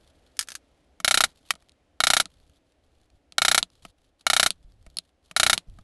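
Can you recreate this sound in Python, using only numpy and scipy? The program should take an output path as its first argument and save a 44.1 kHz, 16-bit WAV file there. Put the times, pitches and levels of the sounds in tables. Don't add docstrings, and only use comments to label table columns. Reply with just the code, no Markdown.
import sys
import numpy as np
from scipy import signal
from scipy.fft import rfft, irfft
from scipy.io import wavfile

SR = 44100
rng = np.random.default_rng(int(sys.argv[2]) if len(sys.argv) > 2 else 0)


def put_to_file(sound):
    columns = np.atleast_2d(sound).T
    safe = np.clip(columns, -1, 1)
    whole_steps = np.round(safe * 32767)
    wavfile.write(sys.argv[1], SR, whole_steps.astype(np.int16))


N = 257103
HIT_TIME_S = np.arange(8192) / SR

# frequency_hz, density_db
ROOM_TONE_SPECTRUM = [(15, -23), (27, -1), (50, -2.5), (72, 5.5), (105, -9.5), (220, -11), (280, -3),
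                      (370, -11), (520, -8.5), (750, -11.5), (950, -20), (3200, -24.5), (6000, -32.5),
                      (12000, -38)]
ECHO_SPECTRUM = [(30, -25.5), (450, -18.5), (620, -4), (820, -4.5), (1000, -10), (1350, -1), (1700, -3),
                 (2200, 0), (2600, -5.5), (3900, 3.5), (4800, -2), (9000, -3.5), (10600, -0.5),
                 (12000, -7.5)]
CLOTH_SPECTRUM = [(300, -8), (1300, -1), (2200, -7.5), (3300, 5), (4400, 3.5), (5500, -4), (11500, -5.5)]
BUMP_SPECTRUM = [(15, -3.5), (40, -0.5), (90, -3), (170, -14.5), (330, -32.5), (1000, -54)]
PADDING_SPECTRUM = [(60, -12), (200, -3), (450, -5), (700, 0), (1000, -2), (1350, 1), (1800, -9),
                    (4000, -22), (11000, -36)]
RUMBLE_SPECTRUM = [(20, 0.5), (55, -3), (100, -6), (200, -5.5), (280, -6.5), (400, -13.5), (1500, -18),
                   (11000, -31.5)]
RATTLE_SPECTRUM = [(100, -24.5), (600, -21), (1400, -1), (2500, -2.5), (4800, 1), (6500, 0), (9500, -1.5),
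                   (12000, -3)]
TICK_SPECTRUM = [(100, -29), (800, -23), (1700, -19), (2600, 1), (4100, 9.5), (5600, -7.5), (7000, -1.5),
                 (10500, -7), (12000, -14)]
CRACK_SPECTRUM = [(30, -16), (200, -14), (420, -20), (750, -2.5), (1000, -4), (1500, -3), (2700, 1.5),
                  (4000, -1), (5000, -2), (8000, -2.5), (10500, -6), (12000, -4.5)]

# pitch_hz, level_db, t60_s
BOARD_MODES = [(179, -5, 0.08), (290, -6.5, 0.029), (666.6, -3.5, 0.036), (1280, -3.5, 0.028)]
TOOL_MODES = [(1331, -24, .05), (1738, -14, .022), (3100, -21, .012), (4750, -9.5, 0.015), (6400, -9, .016),
              (9400, -18.5, .014)]
STEEL_MODES = [(4350, -8, 0.011), (4176, -22, 0.022), (4960, -11.5, 0.0038), (5280, -9, 0.0077),
               (10350, -11, 0.0081)]
HEAD_MODES = [(1135, -11, 0.015), (1350, -10, 0.016), (1875, -15, 0.022), (2245, -14, .028),
              (2480, -12.5, 0.017), (3100, -11, .022), (4740, -15.5, .022)]
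BLOW_MODES = [(646, -18, .024), (799, -25, .039), (1236.6, -4, .0115), (1225, -19.5, 0.033),
              (1405, -16, .037), (1385.3, 7, 0.007), (1493.2, 2.5, 0.0089), (1825, -20.5, .028),
              (2223, -16, 0.032), (2310, -27.5, 0.03), (2894, -22.5, .04), (3153, -18.5, 0.028),
              (3517, -24, 0.031), (3740, -14.5, 0.026), (3960, -14, 0.031), (4008, -12.5, .02),
              (4226, -12.5, .021), (4367, -21, 0.023), (5230, -22.5, 0.024)]

# time_s, level_db
ROOM_TONE_LEVELS = [(0, -62.5), (1.9, -66.5), (3.101, -67.5), (4.099, -69.5), (5.2, -69), (5.83, -65.5)]
# start_s, length_s, rustle_db, bump_db
HAND_STROKES = [(0.0, 0.098, -66.5, -63), (.14, 0.37, -73, -74), (.62, 0.23, -81.5, -75),
                (1.269, 0.051, -61, -62), (1.355, .1, -67.5, -64), (1.458, 0.043, -57, -64.5),
                (1.55, 0.13, -76, -68), (2.3, 0.22, -71.5, -56.5), (2.543, 0.032, -68, -67),
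                (2.658, 0.064, -72.5, -78), (2.847, 0.21, -75, -64), (3.121, 0.054, -79, -57.5),
                (3.723, .1, -68, -61), (3.828, 0.072, -61, -54), (3.986, 0.11, -75, -65.5),
                (4.196, 0.024, -65, -80), (4.54, 0.41, -74, -53.5), (5.02, .07, -72.5, -73),
                (5.234, .06, -70, -66), (5.68, 0.14, -74, -44)]

# start_s, level_db
TAPE_SNAPS = [(1.461, -47), (1.687, -42), (2.401, -48), (2.497, -42.5), (3.015, -48.5), (3.102, -45),
              (3.702, -42.5), (4.721, -45), (4.827, -44), (4.901, -41.5), (5.6985, -45)]
# start_s, level_db
FOREARM_THUMPS = [(4.645, -43.5), (4.674, -47), (4.869, -42), (5.685, -35.5), (5.723, -44)]
# start_s, level_db
TOOL_KNOCKS = [(.369, -27.5), (0.3915, 5), (0.4097, -4), (0.4269, -13), (0.4865, -11.5), (.5040, -17.5),
               (.5191, -14), (0.5524, -7.5)]
# start_s, level_db, thud_db, ring_db
STEEL_CLINKS = [(1.5535, -25, -18, -21), (1.6944, -29.5, -25, -23.5), (1.7195, -33.5, -37, -27),
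                (2.2566, -10, -10, -24), (3.323, -19.5, -13, -21.5), (3.6286, 4.5, -19, -25),
                (4.211, -31.5, -13.5, -15), (4.5056, 7, -24.5, -36), (4.9699, -7, -19.5, 6.5),
                (4.9864, -1.5, -23, 1), (5.5783, 5.5, -21, -18.5)]
# start_s, force_db, hardness_db, thud_db
MALLET_KNOCKS = [(1.0016, -18.5, -3, -13.5), (1.5062, -0.5, -0.5, -35), (1.5373, -28, -9, -13),
                 (1.5565, -29, -15, -13), (1.6232, -44, -1, -25), (3.851, -19.5, -8.5, -12),
                 (4.8644, -31.5, -6.5, -7), (5.312, -28, 1, -7), (5.787, -38, -4.5, 1)]
# start_s, blow_count, first_gap_s, beat_s, force_db, echo_db, rumble_db
BLOW_VOLLEYS = [(1.046, 7, 0.032, 0.032, -0.5, -1.5, -37), (2.0038, 7, .0334, .0325, -0.1, -10, -38),
                (3.3822, 7, 0.036, 0.032, 0, -11.5, -35.5), (4.2667, 7, .0337, .03225, -0.27, -8, -36.5),
                (5.3641, 6, 0.034, 0.033, .5, -2.5, -32)]


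def amp(db):
    return 10 ** (np.asarray(db) / 20)


def unit(x):
    return x / np.sqrt(np.mean(x ** 2) + 1e-20)


def colour(x, spectrum):
    hz, db = np.transpose(spectrum)
    bins_hz = np.fft.rfftfreq(len(x), 1 / SR)
    gain = amp(np.interp(np.log(bins_hz + 1), np.log(hz), db))
    return unit(irfft(rfft(x) * gain, len(x)))


def noise(spectrum, size=len(HIT_TIME_S)):
    return colour(rng.standard_normal(size), spectrum)


def band(x, side, hz):
    return signal.sosfilt(signal.butter(2, hz, side, fs=SR, output="sos"), x)


def decay(t60_s):
    return np.exp(-np.log(1000) * HIT_TIME_S / t60_s)


def damped_sine(hz, t60_s):
    return np.sin(2 * np.pi * hz * HIT_TIME_S) * decay(t60_s)


def ring(modes, spread_db, detune):
    shifts_db = spread_db * rng.standard_normal(len(modes))
    pitch = 1 + detune * rng.standard_normal()
    return sum((-1) ** k * amp(db + shifts_db[k]) * damped_sine(hz * pitch, t60_s)
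               for k, (hz, db, t60_s) in enumerate(modes))


def click(spectrum):
    pulse = colour(signal.unit_impulse(len(HIT_TIME_S), 10), spectrum) * decay(.02)
    return pulse / np.max(abs(pulse))


def add(mix, start_s, sound):
    part = mix[round(start_s * SR):][:len(sound)]
    part += sound[:len(part)]


def room_tone():
    level_db = np.interp(np.arange(N) / SR, *np.transpose(ROOM_TONE_LEVELS))
    return amp(level_db) * noise(ROOM_TONE_SPECTRUM, N)


def room_echo(reflections, likeness=.65):
    wash = np.sqrt(likeness) * reflections + np.sqrt(1 - likeness) * noise(ECHO_SPECTRUM)
    return wash * decay(.04) * (1 - decay(.029))


def hands(attack_s=.015, release_s=.017, snaps_per_s=200, spread_db=5.5, snap_share=.66):
    t, rustle, bump = np.arange(N) / SR, np.zeros(N), np.zeros(N)
    for start_s, length_s, rustle_db, bump_db in HAND_STROKES:
        end_s = start_s + length_s
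        stroke = np.interp(t, [start_s - attack_s, start_s, end_s, end_s + release_s], [0, 1, 1, 0])
        rustle = np.maximum(rustle, stroke * amp(rustle_db))
        bump = np.maximum(bump, stroke * amp(bump_db))
    strengths = amp(spread_db * np.minimum(rng.exponential(1, N), 3.5))
    snaps = strengths * (rng.random(N) < snaps_per_s / SR)
    grain = unit(signal.oaconvolve(snaps, decay(.017))[:N])
    cloth = unit(noise(CLOTH_SPECTRUM, N) * (1 - snap_share + snap_share * grain))
    return rustle * cloth + amp(-5.5) * bump * noise(BUMP_SPECTRUM, N)


def tape():
    out = np.zeros(N)
    for start_s, level_db in TAPE_SNAPS:
        snap = noise(CLOTH_SPECTRUM) * (decay(.0062) + amp(-19) * decay(.036))
        add(out, start_s, amp(level_db - 9) * snap)
    return out


def forearm():
    out = np.zeros(N)
    swing = damped_sine(hz=38, t60_s=.064) * (1 - decay(.02))
    for start_s, level_db in FOREARM_THUMPS:
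        add(out, start_s, amp(level_db + 7) * swing)
    return out


def bench_thud():
    board = ring(BOARD_MODES, spread_db=1.5, detune=.02)
    return board + amp(-6) * noise(PADDING_SPECTRUM) * decay(.031)


def tool_clatter(rebound_s=.005, rebound_db=-10, slide_s=(.468, .545), chatter_per_s=61, chatter_db=-29):
    out = np.zeros(N)
    rebounds = [(s + rebound_s, db + rebound_db) for s, db in TOOL_KNOCKS]
    chatter = [(s + rng.random() / chatter_per_s / 2, chatter_db)
               for s in np.arange(*slide_s, 1 / chatter_per_s)]
    for start_s, level_db in TOOL_KNOCKS + rebounds + chatter:
        envelope = amp(-5.5) * decay(.009) + amp(-12.5) * decay(.051)
        tick = amp(.5) * click(RATTLE_SPECTRUM) + noise(RATTLE_SPECTRUM) * envelope
        tools = amp(-2) * ring(TOOL_MODES, spread_db=1.25, detune=.027)
        add(out, start_s, amp(level_db - 13.5) * (tick + tools))
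    return out


def steel_clinks():
    out = np.zeros(N)
    for start_s, level_db, thud_db, ring_db in STEEL_CLINKS:
        envelope = amp(-10.5) * decay(.0058) + amp(-27) * decay(.048)
        tick = amp(4) * click(TICK_SPECTRUM) + noise(TICK_SPECTRUM) * envelope
        steel = amp(ring_db + 1.5) * ring(STEEL_MODES, spread_db=.79, detune=.0049)
        thud = amp(thud_db - 10) * bench_thud()
        add(out, start_s, amp(level_db - 10.5) * (tick + steel + thud))
    return out


def mallet_knocks(reflections):
    out = np.zeros(N)
    for start_s, force_db, hardness_db, thud_db in MALLET_KNOCKS:
        slap = amp(2.5) * click(CRACK_SPECTRUM) + noise(CRACK_SPECTRUM) * decay(.02)
        slap += amp(-13) * room_echo(reflections)
        head = band(ring(HEAD_MODES, spread_db=1.5, detune=.006), "low", hz=3600)
        contact = amp(hardness_db) * (amp(-4) * head + amp(-9) * slap)
        add(out, start_s, amp(force_db) * (contact + amp(thud_db - 7) * bench_thud()))
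    return out


def mallet_blow(reflections, echo_db, rumble_db):
    crack = amp(-9.5) * noise(CRACK_SPECTRUM) * decay(.015)
    rumble = amp(-5) * noise(RUMBLE_SPECTRUM) * decay(.18)
    thump = amp(8.5) * damped_sine(hz=70, t60_s=.014)
    low_end = amp(rumble_db) * (rumble + thump) + amp(-34) * damped_sine(hz=270, t60_s=.027)
    board = amp(-45) * ring(BOARD_MODES, spread_db=1.2, detune=.02)
    ringing = band(ring(BLOW_MODES, spread_db=.5, detune=.003), "high", hz=500)
    echo = amp(echo_db - 6.5) * room_echo(reflections)
    return crack + ringing + echo + low_end + board


def mallet_volleys(reflections, jitter_s=.00022, jitter_db=.5, seat_force_db=-.96, seat_rumble_db=-5.5):
    out = np.zeros(N)
    for start_s, blow_count, first_gap_s, beat_s, force_db, echo_db, rumble_db in BLOW_VOLLEYS:
        for k in range(blow_count):
            late, harder = rng.standard_normal(2)
            offset_s = 0 if k == 0 else first_gap_s + (k - 1) * beat_s + jitter_s * late
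            slack = np.exp(-k)
            blow = mallet_blow(reflections, echo_db * slack, rumble_db + seat_rumble_db * slack)
            level_db = force_db + seat_force_db * slack + jitter_db * harder
            add(out, start_s + offset_s, amp(level_db) * blow)
    return out


def scene():
    reflections = noise(ECHO_SPECTRUM)
    mallet = mallet_volleys(reflections) + mallet_knocks(reflections)
    return (mallet + steel_clinks() + tool_clatter() + tape() + hands() + forearm() + room_tone())[None]


def record(dry, ceiling=.58, cutoff_hz=11850):
    squashed = dry / (1 + (dry / ceiling) ** 4) ** (1 / 4)
    lowpass = signal.firwin(121, cutoff_hz, window=("kaiser", 8), fs=SR)
    return signal.oaconvolve(squashed, lowpass[None], "same")


dry = scene()
out = record(dry)
put_to_file(out)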